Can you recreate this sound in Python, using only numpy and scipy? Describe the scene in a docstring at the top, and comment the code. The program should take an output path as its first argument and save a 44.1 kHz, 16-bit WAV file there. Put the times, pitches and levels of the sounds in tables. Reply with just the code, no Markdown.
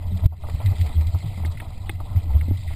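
"""On a sailing boat under way, heard from inside a small camera's sealed housing. Gusts and hull shudder make
the housing boom near 85 Hz, a resonance that swings at a wavering pitch, over lumpy wind rumble. Water rushes
past as patchy noise, ringing grains, slaps and spray, all coloured by the housing; hard drops ring its shell.
Waves knock the hull, and one hard thump trips the gain control. The recorder samples at 12 kHz and holds each
value, which mirrors the sound into the treble."""
import sys
import numpy as np
from scipy import signal
from scipy.fft import rfft, irfft
from scipy.io import wavfile
from scipy.ndimage import uniform_filter1d

SR = 44100
rng = np.random.default_rng(int(sys.argv[2]) if len(sys.argv) > 2 else 0)


def output_pcm(signal):
    """Save a mono or channel-first signal as 16-bit PCM at the path in sys.argv[1].

    Samples are clipped to [-1, 1] before scaling.
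    """
    pcm = np.clip(np.atleast_2d(signal).T, -1, 1) * 32767
    wavfile.write(sys.argv[1], SR, np.round(pcm).astype(np.int16))


def invert_db(x):
    """Field ratio 10**(x/20) for x, a level in decibels (scalar or array-like)."""
    u = np.asarray(x, float) / 20
    return 10 ** u


N = 121275

# Colour that the housing gives to water and cracks. Each row: frequency in Hz, relative density in dB per Hz.
HOUSING_COLOUR = [(150, -36.5), (250, -12), (322, 1), (368, -35), (398, -6.5), (533, -8), (578, -1),
                  (795, -1.5), (849, -6), (907, -2.5), (1140, -10), (1330, -9), (1500, -21), (1720, -18.5),
                  (2040, -9), (2240, -14.5), (2630, -13), (2850, -17), (3250, -13.5), (4020, -12.5),
                  (4350, -17.5), (4840, -17), (5990, -34), (7790, -36.5)]
BUFFET_DB = -31.5  # rms of the steady boom between gusts


def evened(x):
    """Scales x to rms 1."""
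    return x / np.sqrt(np.mean(x ** 2) + 1e-20)


def read(points, hz):
    """Reads a spectrum table on a log-frequency axis."""
    f, value = np.transpose(points)
    return np.interp(np.log(hz + 1), np.log(f + 1), value)


def curve(tables, column):
    """Draws one column of the joined tables as a line over time, per sample."""
    rows = np.vstack(tables)
    return np.interp(np.arange(N) / SR, rows[:, 0], rows[:, column])


def add(mix, s, sound):
    """Mixes a sound in at s seconds, cut at the end of the mix."""
    part = mix[round(s * SR):][:len(sound)]
    part += sound[:len(part)]


def slow(hz):
    """Slow random drift of rms 1, up to about hz."""
    spectrum = rfft(rng.standard_normal(N))
    f = np.fft.rfftfreq(N, 1 / SR)
    return evened(irfft(spectrum * (f > 0) * np.exp(-(f / hz) ** 2), N))


def coloured(x, points, lo_hz=0., hi_hz=1e5):
    """Filters x through a spectrum table and cuts it to a band."""
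    f = np.fft.rfftfreq(len(x), 1 / SR)
    band = 1 / (1 + (lo_hz / (f + 1)) ** 16) / (1 + (f / hi_hz) ** 16)
    return irfft(rfft(x) * invert_db(read(points, f)) * band, len(x))


def rumble(swell):
    """Lumpy wind pressure: low noise whose level partly follows the gusts."""
    # Spectrum of the wind pressure. Each row: frequency in Hz, relative density in dB per Hz.
    pressure = [(15, 7.5), (32, 3.5), (70, -6.5), (87, -18.5), (110, -2), (222, -15.5), (304, -22),
                (400, -39), (520, -100)]
    level_db, follow, lumps_db = -31.5, 0.5, 2  # rms level, share of the gusts' rise, rms of the lumps
    gust_lift = (1 + (swell / invert_db(BUFFET_DB)) ** 2) ** (follow / 2)
    lift = gust_lift * invert_db(lumps_db * slow(25))
    noise = evened(coloured(rng.standard_normal(N), pressure))
    return invert_db(level_db) * evened(lift) * noise


def grains(per_s, notes_hz):
    """Short rings on the given notes at random moments; a few are large."""
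    spread_db, cycles = 4.5, 17.2  # mean of the random boost; cycles in which a ring decays by exp(-2)
    boost = np.minimum(rng.exponential(1, N), 4)
    size = invert_db(spread_db * boost) * (rng.random(N) < per_s / SR)
    kind = rng.integers(0, len(notes_hz), N)
    out = np.zeros(N)
    for k, hz in enumerate(notes_hz):
        c = np.arange(int(3 * cycles * SR / hz)) * hz / SR  # time in cycles
        grain = (1 - np.exp(-2 * c)) * np.exp(-2 * c / cycles) * np.sin(2 * np.pi * c)
        # the square root evens the energy of short and long rings
        out += signal.oaconvolve(size * (kind == k), grain * np.sqrt(hz))[:N]
    return evened(out)


def patchy_noise():
    """Noise whose level wanders in small patches of time and frequency."""
    patch_db = 3.5
    frames = N // 64 + 5
    a, b, patches = rng.standard_normal((frames, 129, 3)).T
    patches = uniform_filter1d(patches, size=4, axis=0)  # across frequency
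    patches = evened(uniform_filter1d(patches, size=16, axis=1))  # across time
    spectrum = (a + 1j * b) * invert_db(patch_db * patches)
    return evened(signal.istft(spectrum, nperseg=256, noverlap=192)[1][:N])


def rush():
    """Rushing water: patchy noise with low gurgling grains and fine ticks, flickering apart in two bands."""
    # Flow past the housing. Each row: time in seconds, gurgle level in dB, hiss level in dB.
    flow = [
        [(0.0, -48, -59.5), (0.098, -51, -53), (0.24, -49, -55)],
        [(0.43, -51, -54), (0.65, -48, -48.5), (2.04, -53, -56), (2.165, -46.5, -54), (2.27, -51.5, -54),
         (2.335, -43, -52.5), (2.42, -50, -54.5), (2.75, -59, -48.5)],
    ]
    # Notes of the housing that droplets ring, in Hz.
    tick_hz = [2056, 2404, 3174, 4046, 4796]
    split_hz, detune = 1420, 0.036  # band split; each tick note also sounds this fraction below and above
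    gurgle_flicker_db, hiss_flicker_db = 2.5, 1.5
    tick_notes = np.outer(tick_hz, 1 + detune * np.arange(-1, 2)).ravel()
    water = patchy_noise()
    low = water + invert_db(-19) * grains(120, np.geomspace(400, 1250, num=24))
    high = water + invert_db(-11.5) * grains(900, tick_notes)
    low = low * invert_db(gurgle_flicker_db * slow(25))
    high = high * invert_db(hiss_flicker_db * slow(63))
    gurgle = evened(coloured(low, HOUSING_COLOUR, hi_hz=split_hz))
    hiss = evened(coloured(high, HOUSING_COLOUR, lo_hz=split_hz))
    return invert_db(curve(flow, column=1)) * gurgle + invert_db(curve(flow, column=2)) * hiss


def splashes():
    """Low slaps of water and higher bursts of spray: noise that starts suddenly and dies fast."""
    # Low gurgling slaps. Each row: start in seconds, level before trim in dB, 60 dB decay in seconds.
    slap_rows = [(0.193, -35.5, 0.17), (0.235, -29.5, 0.048), (0.322, -24.5, 0.098), (0.436, -29, 0.13),
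                 (0.486, -30.5, 0.12), (0.601, -29, 0.2), (0.719, -33.5, 0.17), (0.86, -32.5, 0.085),
                 (1.012, -38, 0.14), (1.145, -28, 0.068), (1.374, -30.5, 0.07), (1.434, -29.5, 0.039),
                 (1.618, -32.5, 0.12), (1.704, -36.5, 0.069), (2.001, -26, 0.057), (0.894, -32.5, 0.05),
                 (1.224, -36, 0.1), (2.508, -31, 0.04), (2.703, -38, 0.23)]
    # Bursts of spray. Each row: start in seconds, middle and high level before trim in dB.
    spray_rows = [(0.171, -43, -44.5), (0.188, -34.5, -69), (0.496, -32.5, -42), (0.6584, -28.5, -35.5),
                  (0.673, -36, -66), (0.781, -42, -41), (0.811, -27.5, -37), (0.861, -30.5, -41.5),
                  (1.0082, -32, -42.5), (1.0674, -52, -39.5), (1.1844, -37, -42), (1.457, -52, -35.5),
                  (1.517, -50, -42.5), (1.5715, -30, -63), (2.5704, -56, -42)]
    # Trim of the low, middle and high band, in dB.
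    trim_db = (-6.5, -9, 1)
    slap_rise_s, spray_rise_s, spray_t60_s = 0.0015, 0.0029, 0.048
    edges_hz = (0, 1476, 2840, SR)
    t = np.arange(SR // 4) / SR
    gates = np.zeros((3, N))  # loudness of the low, middle and high band
    rise = np.minimum(t / slap_rise_s, 1)
    for s, db, t60 in slap_rows:
        add(gates[0], s, invert_db(db - 60 * t / max(t60, .01)) * rise)
    rise = np.minimum(t / spray_rise_s, 1)
    for s, middle_db, high_db in spray_rows:
        add(gates[1], s, invert_db(middle_db - 60 * t / spray_t60_s) * rise)
        add(gates[2], s, invert_db(high_db - 60 * t / spray_t60_s) * rise)
    out = np.zeros(N)
    for k, gate in enumerate(gates):
        noise = coloured(rng.standard_normal(N), HOUSING_COLOUR, edges_hz[k], edges_hz[k + 1])
        out += invert_db(trim_db[k]) * gate * evened(noise)
    return out


def drops():
    """Each hard drop breaks into three quick taps that ring the modes of the plastic shell."""
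    # Hard drops. Each row: start in seconds, level in dB, tilt below and above the pivot in dB per octave.
    hits = [(1.449, -28.5, -5, -30), (1.601, -27, -0.5, -7), (1.8943, -20, -3, 0), (2.4109, -28.5, 6, -17)]
    # Modes of the shell. Each row: frequency in Hz, level in dB, 60 dB decay in seconds.
    shell_modes = [(313, -15, 0.031), (814, -14.5, 0.033), (1370, -11.5, 0.025), (1917, 0, 0.012),
                   (2107, -1, 0.017), (2520, -6, 0.02), (3547, -8, 0.021)]
    pivot_hz, rise_s, scatter_s, next_tap_db = 2080, 0.0005, 0.004, -4
    hz, mode_db, t60 = np.transpose(shell_modes)[:, :, None]
    octaves = np.log2(hz / pivot_hz)
    t = np.arange(SR // 10) / SR
    rise = np.minimum(t / rise_s, 1) ** 2
    out = np.zeros(N)
    for s, drop_db, below_db, above_db in hits:
        tilt_db = np.where(octaves < 0, below_db, above_db) * octaves
        for k in range(3):
            chance = rng.random((len(shell_modes), 1))
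            tap_db = drop_db + mode_db + tilt_db + next_tap_db * k - 1.3 * chance
            ring = invert_db(tap_db - 60 * t / t60) * np.sin(2 * np.pi * hz * t)
            add(out, s + k * scatter_s * chance[0, 0], ring.sum(0) * rise)
    return out


def thuds():
    """Waves knock the hull: short low rings with a brief overtone."""
    # Knocks. Each row: start in seconds, level before the rise in dB, pitch in Hz, 60 dB decay in seconds.
    knocks = [(0.114, -26.5, 186.5, 0.46), (0.2413, -11.5, 109, 0.054), (0.9, -34.5, 255, 0.061),
              (0.944, -26.5, 166, 0.14), (1.239, -25, 151.4, 0.33), (1.374, -26.5, 191, 0.08),
              (2.148, -26, 180, 0.056), (2.483, -10.5, 222, 0.023), (2.5099, -8.5, 274, 0.014),
              (2.252, -40, 296, 0.18)]
    t = np.arange(SR // 4) / SR
    rise = 1 - np.exp(-t / 0.0023)
    out = np.zeros(N)
    for s, db, hz, t60 in knocks:
        fade = invert_db(db - 60 * t / np.clip(t60, .02, .4))  # decay kept within 0.02 to 0.4 s
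        overtone = 0.2 * np.exp(-t / 0.016) * np.sin(2 * np.pi * 2.11 * hz * t)
        add(out, s, fade * rise * (np.sin(2 * np.pi * hz * t) + overtone))
    return out


def thump():
    """One hard thump: a pressure dip that snaps back into a low rebound, with a crack of noise."""
    dip_s, dip_db, fall_s, snap_s = 0.2598, -2, 0.0021, 0.0016  # time and level of the dip, its two widths
    rebound_hz, rebound_t60_s, rebound_size = 76, 0.58, 0.43
    crack_db, crack_lag_s, crack_width_s = -32.5, 0.001, 0.00054
    u = np.arange(N) / SR - dip_s
    dip = np.exp(-.5 * (u / np.where(u < 0, fall_s, snap_s)) ** 2)
    late = np.maximum(u - snap_s, 0)
    rebound = np.sin(2 * np.pi * rebound_hz * late) * invert_db(-60 * late / rebound_t60_s)
    noise = evened(coloured(rng.standard_normal(N), HOUSING_COLOUR, lo_hz=890))
    crack = invert_db(crack_db) * np.exp(-.5 * ((u - crack_lag_s) / crack_width_s) ** 2) * noise
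    return invert_db(dip_db) * (rebound_size * rebound - dip) + crack


def gusts():
    """Swell and pitch of the boom: bell-shaped gusts whose powers add, pitch drawn to the strongest."""
    # Gusts that set the housing booming. Each row: middle in seconds, rms level at the middle in dB,
    # pitch in Hz, length in seconds between the points where power is down to 1/e.
    gust_rows = [(0.082, -27.5, 91.85, 0.094), (0.142, -20.5, 89.93, 0.052), (0.236, -18, 81.5, 0.02),
                 (0.342, -18, 82.08, 0.06), (0.547, -17, 78.3, 0.01), (0.677, -14, 98.82, 0.0471),
                 (0.717, -15.5, 85.7, 0.02), (0.815, -14.5, 90.4, 0.03), (0.855, -21.5, 76, 0.067),
                 (0.992, -13.5, 78.9, 0.053), (1.083, -19, 86.72, 0.039), (1.152, -17.5, 84, 0.025),
                 (1.269, -26, 106.9, 0.0533), (1.46, -20.5, 81.3, 0.073), (1.622, -52.5, 71.2, 0.03),
                 (1.936, -36, 83.1, 0.13), (2.076, -33, 90.96, 0.18), (2.173, -12, 86.6, 0.027),
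                 (2.331, -22, 83.3, 0.11), (2.362, -10.5, 82.9, 0.023), (2.434, -22.5, 84, 0.11),
                 (2.517, -16.5, 89.5, 0.043)]
    rest_hz = 84  # pitch between gusts
    t = np.arange(N) / SR
    s, db, hz, length = np.transpose(gust_rows)[:, :, None]
    power = invert_db(2 * db) * np.exp(-(2 * (t - s) / length) ** 2)
    total = power.sum(0)
    rest = invert_db(2 * BUFFET_DB)
    pitch_hz = ((power * hz).sum(0) + rest * rest_hz) / (total + rest)
    return np.sqrt(total), pitch_hz


def boom(swell, hz):
    """The housing swings at a wavering pitch in each gust; steady buffeting excites the same resonance."""
    pole_width_hz, waver = 36, 0.06  # width of each of two equal poles; rms pitch waver as a fraction
    turn = np.exp(2j * np.pi * np.cumsum(hz * (1 + waver * slow(16.4))) / SR)
    r = np.exp(-np.pi * pole_width_hz / SR)
    noise = rng.standard_normal(N) + 1j * rng.standard_normal(N)
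    fuzz = signal.lfilter([1], [1, -2 * r, r * r], noise)
    buffeting = evened((fuzz * turn).real)  # narrow noise moved up to the boom's pitch
    return np.sqrt(2) * swell * turn.real + invert_db(BUFFET_DB) * buffeting


def scene():
    """Mixes wind, water, knocks and the booming housing."""
    swell, hz = gusts()
    water = rush() + splashes() + drops()
    knocking = thuds() + thump()
    return (rumble(swell) + water + knocking + boom(swell, hz))[None]


def gain_control(x):
    """A peak over the trip level cuts the gain after a lag; the gain holds, then creeps back."""
    trip_db, cut_most_db, lag_s, hold_s, recover_db_per_s = -4.5, 18, 0.012, 0.018, 117
    t = np.arange(N) / SR
    last_peak_s = np.maximum.accumulate(np.where(abs(x) > invert_db(trip_db), t, -9))  # -9: no peak yet
    since_cut = np.interp(t - lag_s, t, t - last_peak_s, left=9)
    cut_db = np.clip(cut_most_db - recover_db_per_s * (since_cut - hold_s), 0, cut_most_db)
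    return x * invert_db(-uniform_filter1d(cut_db, size=330))


def sample_and_hold(x):
    """Holding each sample leaves stairs, whose edges mirror the sound above half the sampling rate."""
    hold_hz = 12000
    samples = signal.resample_poly(x, hold_hz, SR, window=("kaiser", 9))
    held = np.repeat(samples, 4)
    return signal.resample_poly(held, SR, 4 * hold_hz)[:N]


def low_pass(x):
    """Removes everything above the highest recorded frequency."""
    return signal.sosfilt(signal.butter(12, 15800, fs=SR, output="sos"), x)


def record(dry):
    """The recorder: gain control, 12 kHz sample-and-hold and a steep treble edge."""
    x = sample_and_hold(gain_control(dry[0]))
    x = signal.oaconvolve(x, signal.firwin(255, 15350, fs=SR), "same")  # low-pass at 15350 Hz
    return low_pass(x[None])


dry = scene()
out = record(dry)
output_pcm(out)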